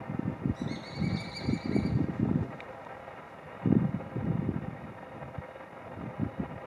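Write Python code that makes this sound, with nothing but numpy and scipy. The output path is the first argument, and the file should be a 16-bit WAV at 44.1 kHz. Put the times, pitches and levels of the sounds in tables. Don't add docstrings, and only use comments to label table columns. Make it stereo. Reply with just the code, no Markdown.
import sys
import numpy as np
from scipy import signal
from scipy.fft import rfft, irfft
from scipy.io import wavfile
from scipy.ndimage import uniform_filter1d

SR = 44100
rng = np.random.default_rng(int(sys.argv[2]) if len(sys.argv) > 2 else 0)


def dump_mix(stems):
    frames = np.atleast_2d(stems).T
    limited = np.clip(frames, -1, 1)
    pcm = np.round(limited * 32767).astype(np.int16)
    wavfile.write(sys.argv[1], SR, pcm)


N = 293706
TIME = np.arange(N) / SR
FREQS = np.maximum(np.arange(N // 2 + 1) * SR / N, 1)


def undb(db):
    return 10 ** (np.asarray(db) / 20)


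def unit(x):
    return x / np.sqrt(np.mean(x ** 2))


def spectrum(points):
    hz, value = np.transpose(points)
    return np.interp(np.log(FREQS), np.log(hz), value)


def colour(x, db):
    return irfft(rfft(x) * undb(db), N)


def shaped_noise(points):
    return unit(colour(rng.standard_normal(N), spectrum(points)))


def pan(db):
    return undb(np.array([[db], [-db]]) / 2)


def walk(rate, t=TIME):
    count = len(t) // 30
    return np.interp((t - t[0]) * rate, np.arange(count), rng.standard_normal(count))


def add(out, start_s, sound):
    i = int(start_s * SR)
    a, b = max(i, 0), min(i + sound.shape[-1], N)
    if b > a:
        out[..., a:b] += sound[..., a - i:b - i]


def surge(s, db, build_s, hold_s, die_s):
    outside = np.maximum(s - TIME, 0) / build_s + np.maximum(TIME - s - hold_s, 0) / die_s
    return undb(db - 15 * outside ** 1.16)


def fading_noise(fade_db=1.1):
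    noise = rfft(rng.standard_normal(N))
    place = np.clip(2 * np.log2(FREQS / 520), 0, 5)
    bands = [irfft(noise * np.maximum(1 - np.abs(place - k), 0), N) for k in range(6)]
    return unit(sum(band * undb(fade_db * walk(rate=9)) for band in bands))


# (frequency [Hz], width [Hz], left lift [dB], right lift [dB])
RUSH_RESONANCES = [(518, 59.6, 1, 15), (612, 87, -0.5, 8), (673.3, 23, 7, 9.5), (794.3, 53, 1.5, 13),
                   (960, 127, 2, 9), (1222, 127, 3.5, 9.5), (1339, 74, 3.5, 14), (1595, 83, 7, 9),
                   (1869, 168, 11, 11), (2125, 136, -7.5, 13.5), (2254, 72, 8, 1), (2504, 110, 5, 3.5),
                   (2851, 157, 10.5, 7.5), (3520, 220, 3, 7.5), (3726, 125, 13.5, 2.5)]
def hollows(excitation, port):
    lift_db = sum(lifts[port] / (1 + (2 * (FREQS - hz) / width) ** 2) ** 1.62
                  for hz, width, *lifts in RUSH_RESONANCES)
    excess_power = np.maximum(undb(lift_db) ** 2 - 1, 0)
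    return irfft(rfft(excitation) * np.sqrt(2 * excess_power), N)


# (frequency [Hz], relative spectral level [dB])
RUSH_LEFT_SPECTRUM = [(25, -24), (65, -3), (170, -1.5), (400, -3.5), (950, -5), (1400, -9), (2000, -16.5),
                      (2500, -19), (3100, -29.5), (4500, -37.5), (7000, -41), (8300, -50.5), (9700, -40.5),
                      (15000, -52.5)]
RUSH_RIGHT_SPECTRUM = [(25, -23.5), (65, -10), (150, -4), (290, -8.5), (450, -4), (900, -3.5), (1100, -12),
                       (1650, -16), (2400, -17), (3100, -33), (5200, -38), (8300, -44.5), (9700, -40.5),
                       (15000, -51.5)]
# (frequency [Hz], correlation [-], left phase lead [rad])
RUSH_COHERENCE = [(60, 0.87, -0.03), (252, 0.46, -0.13), (495, 0.07, -0.15), (723, 1, 1.33),
                  (1980, 0.35, 0.93), (2520, 0.41, -0.21), (3700, .45, -0.055), (5000, 0.54, -.1),
                  (12000, 0.54, 0)]
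def rush(drift=0.016, flicker_db=2.5):
    coherence = np.array(RUSH_COHERENCE)
    correlation = np.clip(spectrum(coherence[:, :2]), -0.99, 0.99)
    lead = spectrum(coherence[:, ::2])
    mid = colour(rng.standard_normal(N), 10 * np.log10(1 + correlation))
    side = colour(rng.standard_normal(N), 10 * np.log10(1 - correlation))
    excitation = fading_noise()
    wander = np.cumsum(1 + drift * walk(rate=12)) % N
    flicker = undb(flicker_db * walk(rate=100))
    ports = [(1, RUSH_LEFT_SPECTRUM, -44.5), (-1.36, RUSH_RIGHT_SPECTRUM, -42)]
    out = []
    for port, (weight, points, level_db) in enumerate(ports):
        ringing = np.interp(wander, np.arange(N), hollows(excitation, port))
        response = undb(spectrum(points)) * np.exp(1j * weight * lead / 2)
        sound = unit(irfft(rfft(mid + weight * side + ringing) * response, N))
        body = colour(sound, -10 * np.log10(1 + (FREQS / 3000) ** 8))
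        out.append((sound + body * (flicker - 1)) * undb(level_db))
    return np.array(out)


# (frequency [Hz], relative spectral level [dB])
FEATHER_SPECTRUM = [(2000, -21), (3500, 2), (4600, -3.5), (5800, -6), (7200, -8), (9000, -19), (14000, -31)]
def rustle(flicker_db=2):
    envelope = surge(s=1.5, db=-71.5, build_s=2, hold_s=0.5, die_s=2)
    return shaped_noise(FEATHER_SPECTRUM) * envelope * undb(flicker_db * walk(rate=30))


# (time [s], peak level [dB], tilt of the modes [dB/octave])
TICK_CONTACTS = [(2.6044, -27.5, -1), (2.8490, -44.5, 10)]
# (frequency [Hz], relative level [dB], time to decay by 60 dB [s])
TICK_RESONANCES = [(2150, 6, .013), (2330, 7, 0.017), (3180, -7, .01), (3730, -1, 0.017), (6450, -19, .009),
                   (9000, -31, .012)]
def ticks(contact_s=0.00058, crack_db=-13, crack_t60_s=0.018):
    out = np.zeros(N)
    t = np.arange(SR // 20) / SR
    hiss = shaped_noise([(1200, -26.5), (2200, 0), (4200, -3), (5200, -7), (9000, -17), (13000, -36)])
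    onset = np.sin(np.pi / 2 * np.minimum(t / contact_s, 1)) ** 2
    lowest_hz = TICK_RESONANCES[0][0]
    for s, db, tilt_db in TICK_CONTACTS:
        ring = sum(undb(mode_db + tilt_db * np.log2(hz / lowest_hz) - 60 * t / t60)
                   * np.sin(2 * np.pi * hz * t) for hz, mode_db, t60 in TICK_RESONANCES)
        crack = hiss[int(s * SR):][:len(t)] * undb(crack_db + tilt_db - 60 * t / crack_t60_s)
        tick = (ring + crack) * onset
        add(out, s, undb(db) * tick / np.abs(tick).max())
    return out


# (time at full strength [s], relative level [dB], build-up [s], hold [s], decay [s])
GUST_ENVELOPES = [(0.01, -35, 0.031, 0.007, 0.032), (0.098, -36.5, 0.069, 0.055, 0.041),
                  (0.237, -29, 0.026, 0.081, 0.054), (0.462, -27.5, 0.064, 0.044, 0.04),
                  (0.615, -33.5, 0.022, 0.15, 0.083), (1.033, -27, 0.1, 0.024, 0.26),
                  (1.485, -27, 0.1, 0.067, 0.04), (1.732, -27, 0.12, 0.28, 0.2),
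                  (2.209, -26, 0.039, 0.17, 0.15), (3.45, -47, 0.039, .01, 0.13),
                  (3.662, -26, 0.027, 0.13, 0.15), (3.936, -33, .02, 0.017, 0.19),
                  (4.163, -31, 0.022, .02, 0.18), (4.28, -27, 0.036, 0.024, 0.15),
                  (4.468, -29, 0.13, 0.02, 0.3), (4.826, -38, 0.018, .02, 0.19),
                  (5.167, -42.5, 0.12, 0.13, 0.089), (5.385, -38.5, 0.023, 0.0079, 0.044),
                  (6.04, -33.5, 0.17, .01, 0.089), (6.208, -28.5, 0.026, 0.024, 0.088),
                  (6.401, -29, 0.018, 0.019, 0.042), (6.52, -38, 0.078, 0.034, 0.045)]
def gusts(breeze_db=-69):
    return np.sqrt(undb(breeze_db) ** 2 + sum(surge(*gust) ** 2 for gust in GUST_ENVELOPES))


# (frequency [Hz], relative spectral level [dB])
TURBULENCE_SPECTRUM = [(25, -42.5), (45, -21), (75, -5), (120, 2), (190, -2), (280, -5.5), (400, -10),
                       (600, -27), (1000, -53.5), (2000, -92.5)]
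def turbulence(eddies_per_s=600, spread_db=3, apart_hz=220, knee_db=-34, gain_db=-7):
    size, lean = rng.standard_normal((2, N))
    arrivals = rng.random(N) < eddies_per_s / SR
    eddies = arrivals * rng.choice([-1, 1], N) * undb(spread_db * size)
    side_db = -3 - 10 * np.log10(1 + (apart_hz / np.maximum(FREQS, 110)) ** 2)
    side = colour(eddies * lean, side_db)
    ports = np.array([eddies + side, eddies - side])
    bright_db = spectrum(TURBULENCE_SPECTRUM)
    dull_db = bright_db - 2 * np.log2(np.maximum(FREQS, 100))
    strength = gusts()
    brightness = strength / (strength + undb(knee_db))
    flow = brightness * unit(colour(ports, bright_db)) + (1 - brightness) * unit(colour(ports, dull_db))
    running_rms = np.sqrt(uniform_filter1d(np.mean(flow ** 2, axis=0), size=3000) + 1e-6)
    return flow / running_rms * strength * undb(gain_db)


def eddy(hz, half_s, phase_turns, bearing, lag_s=0.0006, steep=0.22, sag=0.21):
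    t = np.arange(-SR // 40, SR // 40) / SR + bearing * lag_s * np.array([[1], [-1]])
    bell = np.exp(-(t / half_s) ** 2 / 2)
    turns = hz * t * (1 - sag * np.tanh(t / half_s / 2))
    swing = bell * np.cos(2 * np.pi * (turns + phase_turns))
    swing *= 1 - steep + steep * swing ** 2
    offset = swing.sum(axis=1, keepdims=True) / bell.sum(axis=1, keepdims=True)
    return swing - bell * offset


SWIRL_HZ = 190.5
def swirls(gap_s=0.01, spread_octaves=0.55, spread_db=3, pan_db=4, gain_db=-4.5):
    out = np.zeros((2, N))
    draws = rng.standard_normal((int(N / SR / gap_s), 6))
    for k, (late, pitch, size, phase_turns, bearing, side) in enumerate(draws):
        hz = SWIRL_HZ * 2 ** (spread_octaves * np.clip(pitch, -2, 2))
        swing = eddy(hz, 0.65 / hz, phase_turns, bearing / 2)
        add(out, (k + late / 2) * gap_s, swing * undb(spread_db * size) * pan(pan_db * side))
    return unit(out) * gusts() * undb(gain_db)


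# (time [s], level [dB], frequency [Hz], half length [s], left minus right [dB])
STRONG_EDDIES = [(.100, -23.5, 152, 0.0031, 3), (0.148, -20.5, 156, 0.0021, 4),
                 (0.195, -16, 257, 0.0019, 7), (0.236, -27, 240, 0.004, 7), (.281, -20, 226, 0.0042, -2),
                 (.458, -17.5, 198, 0.0023, -3), (.500, -21.5, 230, 0.0024, -10),
                 (0.619, -23.5, 236, 0.0026, 0), (.663, -25, 170, 0.0044, 2),
                 (0.714, -19.5, 232, 0.0017, 1), (1.02, -24, 199, 0.0052, 9), (1.071, -19, 198, 0.0057, 2),
                 (1.149, -23.5, 206, 0.0026, 0), (1.491, -19, 247, 0.0033, 10),
                 (1.534, -15.5, 247, 0.0029, 6), (1.66, -20, 238, 0.002, 0), (1.695, -18, 224, 0.0015, 7),
                 (1.756, -19.5, 255, 0.0045, 0), (1.766, -16, 330, 0.00154, 13.5),
                 (1.7668, -24, 555, 0.00096, 10), (1.789, -11, 171, 0.0018, -4),
                 (1.853, -17.5, 207, 0.0038, 7), (1.922, -23, 187, 0.0047, -1),
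                 (1.973, -13.5, 171, 0.0017, -1), (2.01, -18, 263, 0.0045, 5),
                 (2.043, -19.5, 212, 0.0016, 2), (2.097, -19.5, 208, .0022, 5),
                 (2.215, -25, 192, 0.0056, 3), (2.232, -12.5, 220, 0.0021, 4),
                 (2.289, -27.5, 700, 0.00055, 14), (2.296, -24, 232, 0.0047, -5),
                 (2.314, -17.5, 254, 0.0018, 6), (2.36, -13.5, 187, 0.0037, 2.5),
                 (2.412, -17, 156, 0.0025, -2), (3.66, -15, 219, 0.0018, 3.5),
                 (3.675, -16.5, 171, 0.0036, 5), (3.708, -14, 199, 0.004, 5.5),
                 (3.727, -9.5, 225, 0.0014, -4.5), (3.755, -18, 315, 0.0026, -7),
                 (3.769, -12, 205, 0.0036, -4), (3.824, -19.5, 163, 0.006, 3), (3.851, -20, 191, 0.0082, 0),
                 (3.893, -23, 132, 0.0035, 0), (3.949, -22.5, 168, 0.0042, 0),
                 (4.163, -22.5, 168, 0.0029, 1), (4.244, -22, 153, 0.003, -3),
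                 (4.280, -23.5, 164, 0.011, 1), (4.308, -19.5, 158, 0.0041, -2),
                 (4.394, -20.5, 155, 0.0044, 0), (4.491, -13.5, 213, 0.0015, 4),
                 (4.564, -21, 210, 0.0036, -2), (4.685, -22.5, 166, 0.0024, 2),
                 (5.386, -24, 125, 0.0034, 0), (6.200, -23, 157, 0.0026, -2), (6.233, -21, 250, 0.0048, 7),
                 (6.403, -18, 214, 0.0022, -2)]
def buffets():
    out = np.zeros((2, N))
    for s, db, hz, half_s, pan_db in STRONG_EDDIES:
        phase_turns, bearing = rng.uniform(-0.996, 1, 2)
        swing = eddy(hz, half_s, phase_turns, bearing * min(SWIRL_HZ / hz, 1))
        add(out, s - swing.shape[1] / SR / 2, undb(db) * swing * pan(pan_db))
    return out


def walls(x, t60_s=0.65, echoes_per_s=250, diffuse_s=0.15, shared=0.58, wall_s=0.028, wall_db=-12):
    density = np.minimum(echoes_per_s / SR * np.exp(2 * np.minimum(TIME / diffuse_s, 10)), 1)
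    common, *own = rng.standard_normal((3, N)) * (rng.random((3, N)) < density) / np.sqrt(density)
    onset = np.clip(TIME / 0.0029 - 1, 0, 1)
    decay = undb(-60 * np.minimum(TIME / t60_s, 10))
    tail = (np.sqrt(shared) * common + np.sqrt(1 - shared) * np.array(own)) * onset * decay
    tail /= np.sqrt(np.sum(tail ** 2, axis=1, keepdims=True))
    tail_db = 0.5 - 1.8 * np.abs(np.log2(FREQS / 4300))
    diffuse = rfft(tail) * undb(tail_db) * pan(db=3.5)
    reflection = undb(wall_db) * np.exp(-2j * np.pi * FREQS * wall_s)
    return irfft(rfft(x) * (diffuse + reflection), N)


def throat_db(pitch_hz, resonance_hz=3930, width_hz=350, lift_db=5):
    peak_db = lift_db / (1 + (2 * (2 * pitch_hz - resonance_hz) / width_hz) ** 2)
    return peak_db - 10 * np.log10(1 + (1680 / pitch_hz) ** 20)


def whistle(t, arch_hz, flank, levels_db, waver=0.0011, jitter=0.026, flutter_db=6):
    hz = arch_hz * (1 + waver * walk(350, t) + jitter * flank * walk(400, t))
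    phase = 2 * np.pi * np.cumsum(hz) / SR
    out = 0
    for k, db in enumerate(levels_db, 1):
        fray = np.minimum(0.7 * flank * k / 2, 1)
        sidebands = np.sin(fray) * (walk(700, t) + 1j * walk(700, t))
        harmonic = np.imag((np.cos(fray) + sidebands) * np.exp(1j * k * phase))
        out += undb(db + flank * flutter_db * walk(170, t)) * harmonic
    return np.sqrt(2) * out


# (frequency [Hz], gain [dB])
BEAK_RESPONSE = [(5000, 12), (6900, 1), (8000, -1), (9400, -6), (10100, -8.5), (11700, -21.5), (14000, -36)]
# (frequency [Hz], relative spectral level [dB])
RASP_SPECTRUM = [(1500, -26), (2200, -7), (2900, -16), (3600, -6), (4300, 6), (4900, 4), (5600, 2),
                 (6500, 0), (8000, -5), (12000, -35)]
# (time of the top [s], top pitch [Hz],
# fundamental [dB], octave [dB], upper harmonics [dB], their lift at the start of the rise [dB],
# direct over radiated sound at the top [dB], slope of the upper harmonics [dB/harmonic])
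CALL_NOTES = [(.599, 1971, -56, -59.5, -66.5, 8, -3, 2.5), (.724, 2180, -49, -50, -60, 6, -2.5, -2.5),
              (.874, 2240, -50.5, -49.5, -65, 9, -2.5, 1), (.967, 2258, -54.5, -52.5, -69.5, 5, 3, 1),
              (1.053, 2291, -48, -53.5, -63, 5, -0.5, 0.5), (1.142, 2286, -51.5, -49, -65.5, 2, -2.5, 0),
              (1.210, 2315, -48, -55, -60, 8, 2.5, 2), (1.287, 2310, -51, -49.5, -66.5, 2, -6, 3),
              (1.371, 2323, -49, -46.5, -60, 8, 5.5, 1.5), (1.469, 2327, -49.5, -51.5, -63.5, 5, -2, -2),
              (1.546, 2326, -49.5, -55, -59.5, 9, 2.5, -2.5), (1.648, 2333, -55, -54, -74, 5, 0, 2),
              (1.762, 2308, -47, -53, -60.5, 1, -1, 2.5), (1.866, 2315, -59, -57, -75, -2, 7, 4)]
def kestrel(rise_s=0.055, fall_s=0.044, foot_hz=1620, beam_s=0.021, rasp_db=-68, clearing_db_per_s=8):
    direct, radiated = np.zeros((2, N))
    air_db = rasp_db - clearing_db_per_s * (TIME - CALL_NOTES[0][0])
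    air = shaped_noise(RASP_SPECTRUM) * undb(air_db)
    t = np.arange(-int(rise_s * SR), int(fall_s * SR)) / SR
    flank = np.abs(t) / np.where(t < 0, rise_s, fall_s)
    gate = np.sin(np.pi / 2 * np.clip((1 - flank) * 5, 0, 1)) ** 2
    crest_db = 3.5 * (np.exp(-(t / 0.0069) ** 2) - 0.5)
    gape = np.exp(-(t / beam_s) ** 2)
    for s, top_hz, first_db, octave_db, upper_db, attack_db, direct_db, slope_db in CALL_NOTES:
        arch_hz = top_hz - (top_hz - foot_hz) * flank ** 2.2
        levels_db = [first_db - 15 * flank ** 2, octave_db + crest_db - 8 * flank + throat_db(arch_hz)]
        overtone_db = upper_db + crest_db + (attack_db * (t < 0) - 27) * flank
        for k in range(3, 7):
            beak_db = np.interp(k * arch_hz, *np.transpose(BEAK_RESPONSE))
            levels_db.append(overtone_db + slope_db * (k - 3) + beak_db)
        rasp = air[int(s * SR):][:len(t)] * (1 - flank ** 2)
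        note = (whistle(t, arch_hz, flank, levels_db) + rasp) * gate
        add(radiated, s + t[0], note)
        add(direct, s + t[0], note * undb(gape * direct_db))
    return direct, radiated


def scene():
    background = rush() + rustle() + ticks()
    wind = turbulence() + swirls() + buffets()
    direct, radiated = kestrel()
    return background + wind + direct + walls(radiated)


def record(dry, low_cut_hz=62, top_hz=15400, ease_s=0.004):
    ease = np.clip(np.minimum(TIME, TIME[::-1]) / ease_s, 0, 1)
    high_pass = signal.butter(2, low_cut_hz, "high", fs=SR, output="sos")
    low_pass = signal.ellip(10, 0.1, 80, top_hz, fs=SR, output="sos")
    return signal.sosfilt(low_pass, signal.sosfilt(high_pass, dry) * ease)


dry = scene()
out = record(dry)
dump_mix(out)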